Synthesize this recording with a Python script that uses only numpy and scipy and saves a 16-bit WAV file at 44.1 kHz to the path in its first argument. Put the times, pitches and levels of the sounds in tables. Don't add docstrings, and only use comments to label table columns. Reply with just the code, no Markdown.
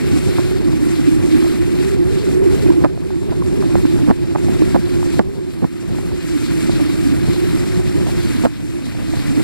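import sys
import numpy as np
from scipy import signal
from scipy.fft import rfft, irfft, next_fast_len
from scipy.io import wavfile

SR = 44100
rng = np.random.default_rng(int(sys.argv[2]) if len(sys.argv) > 2 else 0)


def bounce(signal):
    frames = np.transpose(np.atleast_2d(signal))
    limited = np.clip(frames, -1, 1)
    pcm = np.round(limited * 32767).astype(np.int16)
    wavfile.write(sys.argv[1], SR, pcm)


N = 415863
TIME = np.arange(N) / SR


def from_db(db):
    return 10 ** (np.asarray(db) / 20)


def rms_one(x):
    return x / np.sqrt(np.mean(x ** 2) + 1e-20)


def in_time(rows):
    s, *columns = np.transpose(rows)
    return [np.interp(TIME, s, c) for c in columns]


def at_hz(points, hz):
    f, value = np.transpose(points)
    return np.interp(np.log(hz), np.log(f), value)


def filtered(x, response):
    size = next_fast_len(N, real=True)
    hz = np.maximum(np.arange(size // 2 + 1) * SR / size, 1)
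    return irfft(rfft(x, size) * response(hz), size)[..., :N]


def coloured(x, spectrum):
    return rms_one(filtered(x, lambda hz: from_db(at_hz(spectrum, hz))))


def drift(rate):
    r = np.exp(-40 * np.pi * rate / SR)
    noise = rng.standard_normal(N // 20 + 4002)
    slow = signal.lfilter([1], [1, -2 * r, r * r], noise)[4000:]
    return np.interp(np.arange(N) / 20, np.arange(len(slow)), rms_one(slow))


def soften_above(x, hz):
    return signal.sosfilt(signal.butter(2, hz, fs=SR, output="sos"), x)


def drops(per_s, spread_db, cycles, low_hz, high_hz, count):
    out = np.zeros(N)
    for hz in np.geomspace(low_hz, min(high_hz, .4 * SR), count):
        at = rng.integers(0, N, int(per_s * N / SR / count))
        size_db = spread_db * np.minimum(rng.exponential(1, len(at)), 5)
        clicks = np.full(N, 1e-18)
        clicks[at] = from_db(size_db) * rng.choice([-1, 1], len(at))
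        r, w = from_db(-60 * hz / (cycles * SR)), 2 * np.pi * hz / SR
        ringing = signal.lfilter([1, 0, -1], [1, -2 * r * np.cos(w), r * r], clicks)
        out += np.sqrt(hz) * rms_one(ringing)
    return rms_one(out)


def sheets(patchy_db, patchy_rate, count=7):
    out, white = 0, rng.standard_normal((2, 3, N))
    edges = 250 * 2 ** np.linspace(0, 6.1, count + 1)
    for k in range(count):
        band = signal.butter(2, edges[k:k + 2], "band", fs=SR, output="sos")
        out = out + signal.sosfilt(band, white[k % 2]) * from_db(patchy_db * drift(patchy_rate))
    return rms_one(out)


# (pitch_hz, left_minus_right_db)
PORT_BALANCE = [(500, 23), (1170, 0), (1780, 4), (2720, 7.4), (4160, 2), (6350, 3), (9700, 0.4), (11000, 4),
                (12200, 20), (15000, 22)]
# (pitch_hz, likeness_0_to_1)
PORT_LIKENESS = [(500, 1), (1400, 0.79), (2200, 0.21), (3200, 0.52), (4700, 0.79), (6500, 0.83),
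                 (8000, 0.14), (9400, 1), (11000, 0.69), (15000, 0.65)]
# (pitch_hz, lead_radians)
PORT_PHASE = [(500, 5.6), (1300, 0.55), (2300, 0.57), (3000, 2.9), (3900, 5.8), (4900, 6.33), (6400, 9.17),
              (7100, 7.9), (8100, 5.8), (9350, 9.77), (10400, 12.7), (15000, 22.6)]


def at_ports(direct, diffuse):
    def alike(hz):
        return np.clip(at_hz(PORT_LIKENESS, hz), 0, 1)

    def pan(hz):
        balance_db = at_hz(PORT_BALANCE, hz)
        sides = from_db(balance_db * np.array([[.5], [-.5]]))
        return sides / np.sqrt(np.cosh(balance_db * np.log(10) / 20))

    def turn(hz):
        return np.exp(1j * at_hz(PORT_PHASE, hz) * np.array([[0], [-1]]))

    common = filtered(direct, lambda hz: pan(hz) * turn(hz) * np.sqrt(alike(hz)))
    return common + filtered(diffuse, lambda hz: pan(hz) * np.sqrt(1 - alike(hz)))


GURGLE_DB = -16.5


def gurgle(lumps_db, lumps_rate):
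    glugs = np.array([drops(per_s=500, spread_db=2.5, cycles=10.0, low_hz=470, high_hz=1160, count=8)
                      for port in range(2)])
    return rms_one(glugs * from_db(lumps_db * drift(lumps_rate))) * from_db(GURGLE_DB)


# (pitch_hz, density_db_per_hz)
WASH_SPECTRUM = [(300, 7), (600, -32), (900, -6), (1300, -2.5), (2000, 1), (2500, 0), (3100, -7),
                 (4500, -16.5)]
# (pitch_hz, density_db_per_hz)
SPRAY_SPECTRUM = [(2200, -23), (3100, -2.5), (4200, 1.5), (5200, -2.5), (6400, -6), (8000, -4.5),
                  (10200, -7), (11800, -11), (15500, -39)]
# (time_s, level_db)
FLOOD_LEVEL = [(0, -31.5), (0.35, -30), (0.62, -34.5), (0.88, -31.5), (1.11, -32), (1.45, -30),
               (1.6, -32.5), (1.85, -31.5), (1.98, -36.5), (2.2, -33.5), (2.4, -36.5), (2.62, -31),
               (2.75, -35.5), (3.6, -36.5), (4.0, -32.5), (4.2, -36.5), (4.45, -34), (5.1, -33), (5.7, -37),
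               (6.1, -34.5), (6.28, -33.5), (6.55, -31.5), (7.0, -30), (7.65, -29), (7.82, -33.5),
               (8.3, -29.5), (8.7, -31.5), (9.43, -31)]
WASH_DB, SPRAY_DB = -4.5, -5.5
RIPPLE_DB, RIPPLE_RATE = 0.85, 3.7


def water():
    thrown_db, = in_time(FLOOD_LEVEL)
    surge_db = RIPPLE_DB * drift(RIPPLE_RATE) + 0.79 * drift(32)
    wash = sheets(patchy_db=1.03, patchy_rate=16)
    spray = sheets(patchy_db=2.0, patchy_rate=12.5)
    bubbles = drops(per_s=1500, spread_db=1.5, cycles=20.6, low_hz=638, high_hz=3013, count=16)
    droplets = drops(per_s=3100, spread_db=4.0, cycles=15.0, low_hz=2960, high_hz=14000, count=14)
    wash[0] = 0.97 * wash[0] + 0.58 * bubbles
    spray[0] = 0.66 * spray[0] + 0.36 * droplets
    both = coloured(wash, WASH_SPECTRUM) * from_db(WASH_DB)
    both = both + coloured(spray, SPRAY_SPECTRUM) * from_db(SPRAY_DB)
    both = both * from_db(thrown_db + surge_db)
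    return at_ports(both[0], both[1:]) + gurgle(lumps_db=4.5, lumps_rate=9.3) * from_db(thrown_db)


# (pitch_hz, density_db_per_hz)
RUMBLE_SPECTRUM = [(15, -3), (30, -9), (60, 2.5), (125, 4.5), (170, 2), (240, -2), (350, -9), (450, -15),
                   (600, -19), (800, -25), (1100, -30.5), (1700, -56)]
# (time_s, level_db)
RUMBLE_CURVE = [(0, -18), (2.2, -19), (2.75, -16), (3.1, -19.5), (3.7, -16.5), (4.4, -19.5), (5.2, -16.5),
                (5.8, -23), (7.2, -17), (8.1, -18.5), (8.7, -19), (9.43, -19)]


def rumble(gust):
    rumble_db, = in_time(RUMBLE_CURVE)
    return coloured(rng.standard_normal((3, N)), RUMBLE_SPECTRUM) * from_db(rumble_db + 2.1 * gust)


FLUTTER_DB = -27


def flutter(gust):
    rumble_db, = in_time(RUMBLE_CURVE)
    ticks = np.array([drops(per_s=150, spread_db=3.5, cycles=9.5, low_hz=480, high_hz=936, count=5)
                      for port in range(2)])
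    return soften_above(ticks, 1400) * from_db(rumble_db + FLUTTER_DB + 1.5 * gust)


# (time_s, strength_0_to_1)
HUM_DRAGS = [(0.02, 0.7), (0.172, 0.57), (0.66, 0.51), (0.872, 0.73), (0.997, 0.96), (1.085, 0.93),
             (1.354, 0.63), (2.666, 0.75), (2.701, 0.78), (3.666, .7), (3.753, .9), (3.854, 0.93),
             (3.915, 0.65), (4.62, 0.62), (6.52, 0.6), (6.82, 0.63), (6.875, 0.75), (7.072, 0.95),
             (7.127, .9), (7.30, 0.71), (8.35, 0.44), (8.877, 0.78), (9.10, 0.67), (9.316, 0.94),
             (9.378, 0.97)]


def drag(per_s, weak, width_s, size=4001):
    passes = (rng.random(N) < per_s / SR) * weak * rng.random(N)
    for s, strength in HUM_DRAGS:
        passes[round(s * SR)] = strength
    t = (np.arange(size) - size // 2) / SR
    swell = np.exp(-.5 * (t / width_s) ** 2)
    pull = np.minimum(signal.fftconvolve(passes, swell, "same"), 1)
    return pull - pull.mean()


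def port_hum(pitch_hz, width_hz, waver, steady):
    wavering_hz = pitch_hz * (1 + waver * (1 - np.abs(1.3 * drift(8.97))))
    phase = 2 * np.pi * np.cumsum(wavering_hz) / SR
    swing = steady + drift(width_hz) + 1j * drift(width_hz)
    swing = swing / (1 + np.abs(swing) ** 2) ** 0.09
    return rms_one(np.real(swing * np.exp(1j * phase)))


# (time_s, pitch_hz)
HUM_CURVE = [(0.0, 326), (0.08, 364), (0.15, 313), (0.31, 371), (0.39, 345), (0.52, 360), (0.76, 315),
             (1.26, 337), (1.37, 316), (1.52, 349), (1.6, 328), (1.95, 378), (2.05, 355), (2.24, 382),
             (2.36, 354), (2.44, 380), (2.68, 369), (2.76, 336), (2.86, 331), (2.94, 372), (2.99, 344),
             (3.07, 377), (3.18, 332), (3.23, 365), (3.47, 338), (3.6, 380), (3.67, 340), (3.81, 359),
             (3.86, 333), (3.96, 334), (4.04, 305), (4.18, 339), (4.33, 323), (4.57, 350), (4.62, 330),
             (4.91, 347), (5.2, 317), (5.3, 382), (5.38, 379), (5.46, 340), (5.49, 360), (5.65, 298),
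             (5.7, 326), (6.14, 348), (6.22, 325), (6.96, 320), (7.12, 307), (7.44, 360), (7.5, 329),
             (7.75, 348), (8.06, 346), (8.09, 318), (8.19, 343), (8.36, 283.6), (8.46, 328.4),
             (8.54, 281.5), (8.77, 328), (8.85, 295.5), (9.03, 281.2), (9.11, 320), (9.22, 275),
             (9.38, 307), (9.43, 332)]
# (time_s, level_db)
AIR_CURVE = [(0, -14.5), (0.35, -18.5), (0.55, -15), (1.05, -16), (1.38, -12), (1.62, -15.5), (1.98, -17),
             (2.2, -15), (2.68, -12), (2.78, -13), (3.03, -18), (3.45, -15), (3.75, -15), (4.1, -18),
             (4.5, -16), (5.1, -15), (5.28, -16.5), (5.8, -20.5), (6.25, -20), (6.75, -15), (7.1, -17.5),
             (7.45, -16), (7.85, -19.5), (8.3, -19.5), (8.55, -20), (8.77, -17), (8.98, -23.5),
             (9.11, -18.5), (9.23, -24), (9.33, -16.5), (9.43, -18)]
HUM_DB = -2.0
HUM_SWELL_DB, HUM_SWELL_RATE = -0.47, 17
DRAG_SAG, DRAG_SWELL_DB = .16, 9.5
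ROAR_DB, ROAR_RATIO = -11, 0.78


def hum(gust):
    pitch_hz, = in_time(HUM_CURVE)
    air_db, = in_time(AIR_CURVE)
    pull = drag(per_s=26, weak=0.43, width_s=0.00691)
    hum_db = air_db + HUM_DB + HUM_SWELL_DB * drift(HUM_SWELL_RATE) + 0.7 * gust + DRAG_SWELL_DB * pull
    dragged_hz = pitch_hz * (1.015 - DRAG_SAG * pull)
    tone = port_hum(dragged_hz, width_hz=33.8, waver=0.01998, steady=1.43) * from_db(hum_db)
    roar = port_hum(ROAR_RATIO * pitch_hz, width_hz=43, waver=0.0612, steady=0)
    return tone + roar * from_db(air_db + ROAR_DB + 1.0 * gust)


# (start_s, length_s, thump_db, crackle_db)
WIND_BUFFETS = [(0.383, 0.012, -13, -30), (2.839, 0.024, -6, -20), (3.318, 0.0099, -26, -27),
                (3.414, 0.01, -22, -32), (3.625, 0.014, -21, -31), (3.753, 0.0053, -15, -26.5),
                (4.073, 0.044, -8.5, -25), (4.351, 0.0086, -12, -19), (4.483, 0.012, -13, -33.5),
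                (4.745, 0.017, -8, -18.5), (5.193, 0.0093, -1.5, -21), (5.204, 0.009, -16, -18),
                (5.62, 0.0291, -6, -26), (6.79, 0.02, -24, -33), (8.062, 0.034, -22, -30),
                (8.437, 0.012, -9.5, -26), (8.453, 0.015, -6.5, -16), (8.982, 0.019, -21, -34),
                (9.366, 0.046, -19, -35)]
BUILD_DB_PER_S = 100
WAKE_DB_PER_S = 2200


def buffet_rings(modes, levels_db, soft_hz, gap_s, size=8192):
    out = np.zeros(N + 2 * size)
    chance = rng.random((len(WIND_BUFFETS), 2, 16))
    for (s, length, *_), level_db, (gaps, strengths) in zip(WIND_BUFFETS, levels_db, chance):
        at = np.r_[0, np.cumsum(gap_s * (.5 + gaps[1:]))]
        build_db = BUILD_DB_PER_S * np.minimum(at, length)
        force = from_db(build_db - WAKE_DB_PER_S * np.maximum(at - length, 0))
        slams = np.zeros(size)
        slams[(at * SR).astype(int)] = force * (.5 + strengths) * np.sign(.5 - gaps)
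        rings = 0
        for k, (hz, width_hz, db) in enumerate(modes):
            r = np.exp(-np.pi * width_hz / SR)
            top = (1 - r * r) / 2 * from_db(db) * (-1) ** k
            bottom = [1, -2 * r * np.cos(2 * np.pi * hz / SR), r * r]
            rings = rings + signal.lfilter([top, 0, -top], bottom, slams)
        burst = rms_one(soften_above(rings, soft_hz)) * np.sqrt(length * SR / size)
        start = round(s * SR)
        out[start:start + size] += from_db(level_db) * burst
    return out[:N]


# (pitch_hz, width_hz, relative_db)
THUMP_MODES = [(118, 180, -3.5), (280, 185, -1.5)]
# (pitch_hz, width_hz, relative_db)
CRACKLE_MODES = [(550, 132, 4.5), (787, 273, 3.5), (960, 334, 0.5), (1380, 1300, -26), (2060, 260, -56)]


def buffets():
    _, _, thump_db, crackle_db = np.transpose(WIND_BUFFETS)
    thump = buffet_rings(THUMP_MODES, thump_db, soft_hz=520, gap_s=0.0035)
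    return thump + buffet_rings(CRACKLE_MODES, crackle_db, soft_hz=2330, gap_s=0.004)


# (start_s, level_db, pitch_hz, decay_cycles)
PORT_SLAPS = [(0.3842, -7, 940, 1.0), (0.3905, -16, 600, 1.2), (1.4455, -16, 704, 1.2),
              (1.464, -16, 597, 1.4), (2.687, -13, 520, 1.5), (2.84, -2, 790, 0.86), (2.8462, 4, 580, 1.2),
              (2.853, 2, 865, 0.6), (2.857, -6, 900, 1), (2.976, -12, 640, 1.4), (3.105, -16, 850, 1.3),
              (3.321, -14, 637, 1.5), (3.4222, -15, 1050, 1.7), (3.6247, -17, 1090, 1.3),
              (3.7543, 2, 580, 0.73), (3.852, -6, 340, 1.8), (3.9894, -16, 736, 1.2),
              (4.0932, -9, 1000, 1.1), (4.1012, -4.5, 615, 0.9), (4.1107, 0, 800, 0.81),
              (4.116, -5, 200, 0.67), (4.3495, -19.5, 864, 1), (4.359, -5.5, 915, 1.1),
              (4.384, -18, 790, 1.2), (4.4835, -15, 704, 1.9), (4.619, -4, 380, 2.0),
              (4.7456, -8, 780, 1.5), (4.7517, -4, 530, 1.3), (4.7612, -5.5, 760, 1.4),
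              (5.0286, -13.5, 850, 1.5), (5.1931, 11, 560, 0.41), (5.1978, 4, 805, 1.25),
              (5.6435, -5, 850, 1.0), (5.9854, -18.5, 700, 1.5), (6.695, -11, 636, 1.2),
              (8.4372, -13, 750, 1.2), (8.4515, -1.5, 652, 2.4), (8.4571, 7, 537, 0.99),
              (8.467, -6, 750, 1.0), (8.625, -22.5, 650, 1.4), (8.79, -20, 623, 1.4),
              (8.868, -18, 640, 1.4), (8.95, -18, 650, 1.7), (9.137, -13, 680, 1.5)]


def slaps(soft_hz, rise_cycles, size=2048):
    out, t = np.zeros(N + size), np.arange(size) / SR
    for s, db, hz, cycles in PORT_SLAPS:
        start = round(s * SR)
        rise = 1 - np.exp(-hz * t / rise_cycles)
        decay = np.exp(-hz * t / max(cycles, .5))
        out[start:start + size] += from_db(db) * rise * decay * np.sin(2 * np.pi * hz * t)
    return soften_above(out[:N] + 1e-18, soft_hz)


PORT_LAG_S = 0.00027


def wind():
    gust = drift(14.5)
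    eddies = rumble(gust)
    blown = hum(gust) + buffets() + slaps(soft_hz=2030, rise_cycles=0.091)
    left = eddies[0] * from_db(-0.55) + blown * from_db(-0.5)
    right = eddies[0] * from_db(0.04) + blown * from_db(2.5)
    shared = np.array([np.interp(TIME - PORT_LAG_S, TIME, left), -right])
    return shared + from_db(-12.0) * eddies[1:] + flutter(gust)


def scene():
    return water() + wind()


def gain_control(x, threshold_db, release_db_per_s, window_s, attack_s):
    sensed = signal.sosfilt(signal.butter(4, 520, "high", fs=SR, output="sos"), x)
    keep = np.exp(-1 / (window_s * SR))
    power = signal.lfilter([1 - keep], [1, -keep], np.mean(sensed ** 2, axis=0))
    over_db = np.maximum(10 * np.log10(np.maximum(power, 1e-12)) - threshold_db, 0)
    recovery_db = release_db_per_s * TIME
    held_db = np.maximum.accumulate(over_db + recovery_db) - recovery_db
    r = np.exp(-1 / (attack_s * SR))
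    return x * from_db(-signal.lfilter([1 - r], [1, -r], held_db))


CUTOFF_HZ = 15500


def record(dry):
    ducked = gain_control(dry, threshold_db=-18.5, release_db_per_s=10.0, window_s=0.016, attack_s=0.0025)
    top_cut = signal.ellip(12, .1, 80, CUTOFF_HZ, fs=SR, output="sos")
    return signal.sosfilt(top_cut, np.clip(ducked, -1, 1))


dry = scene()
out = record(dry)
bounce(out)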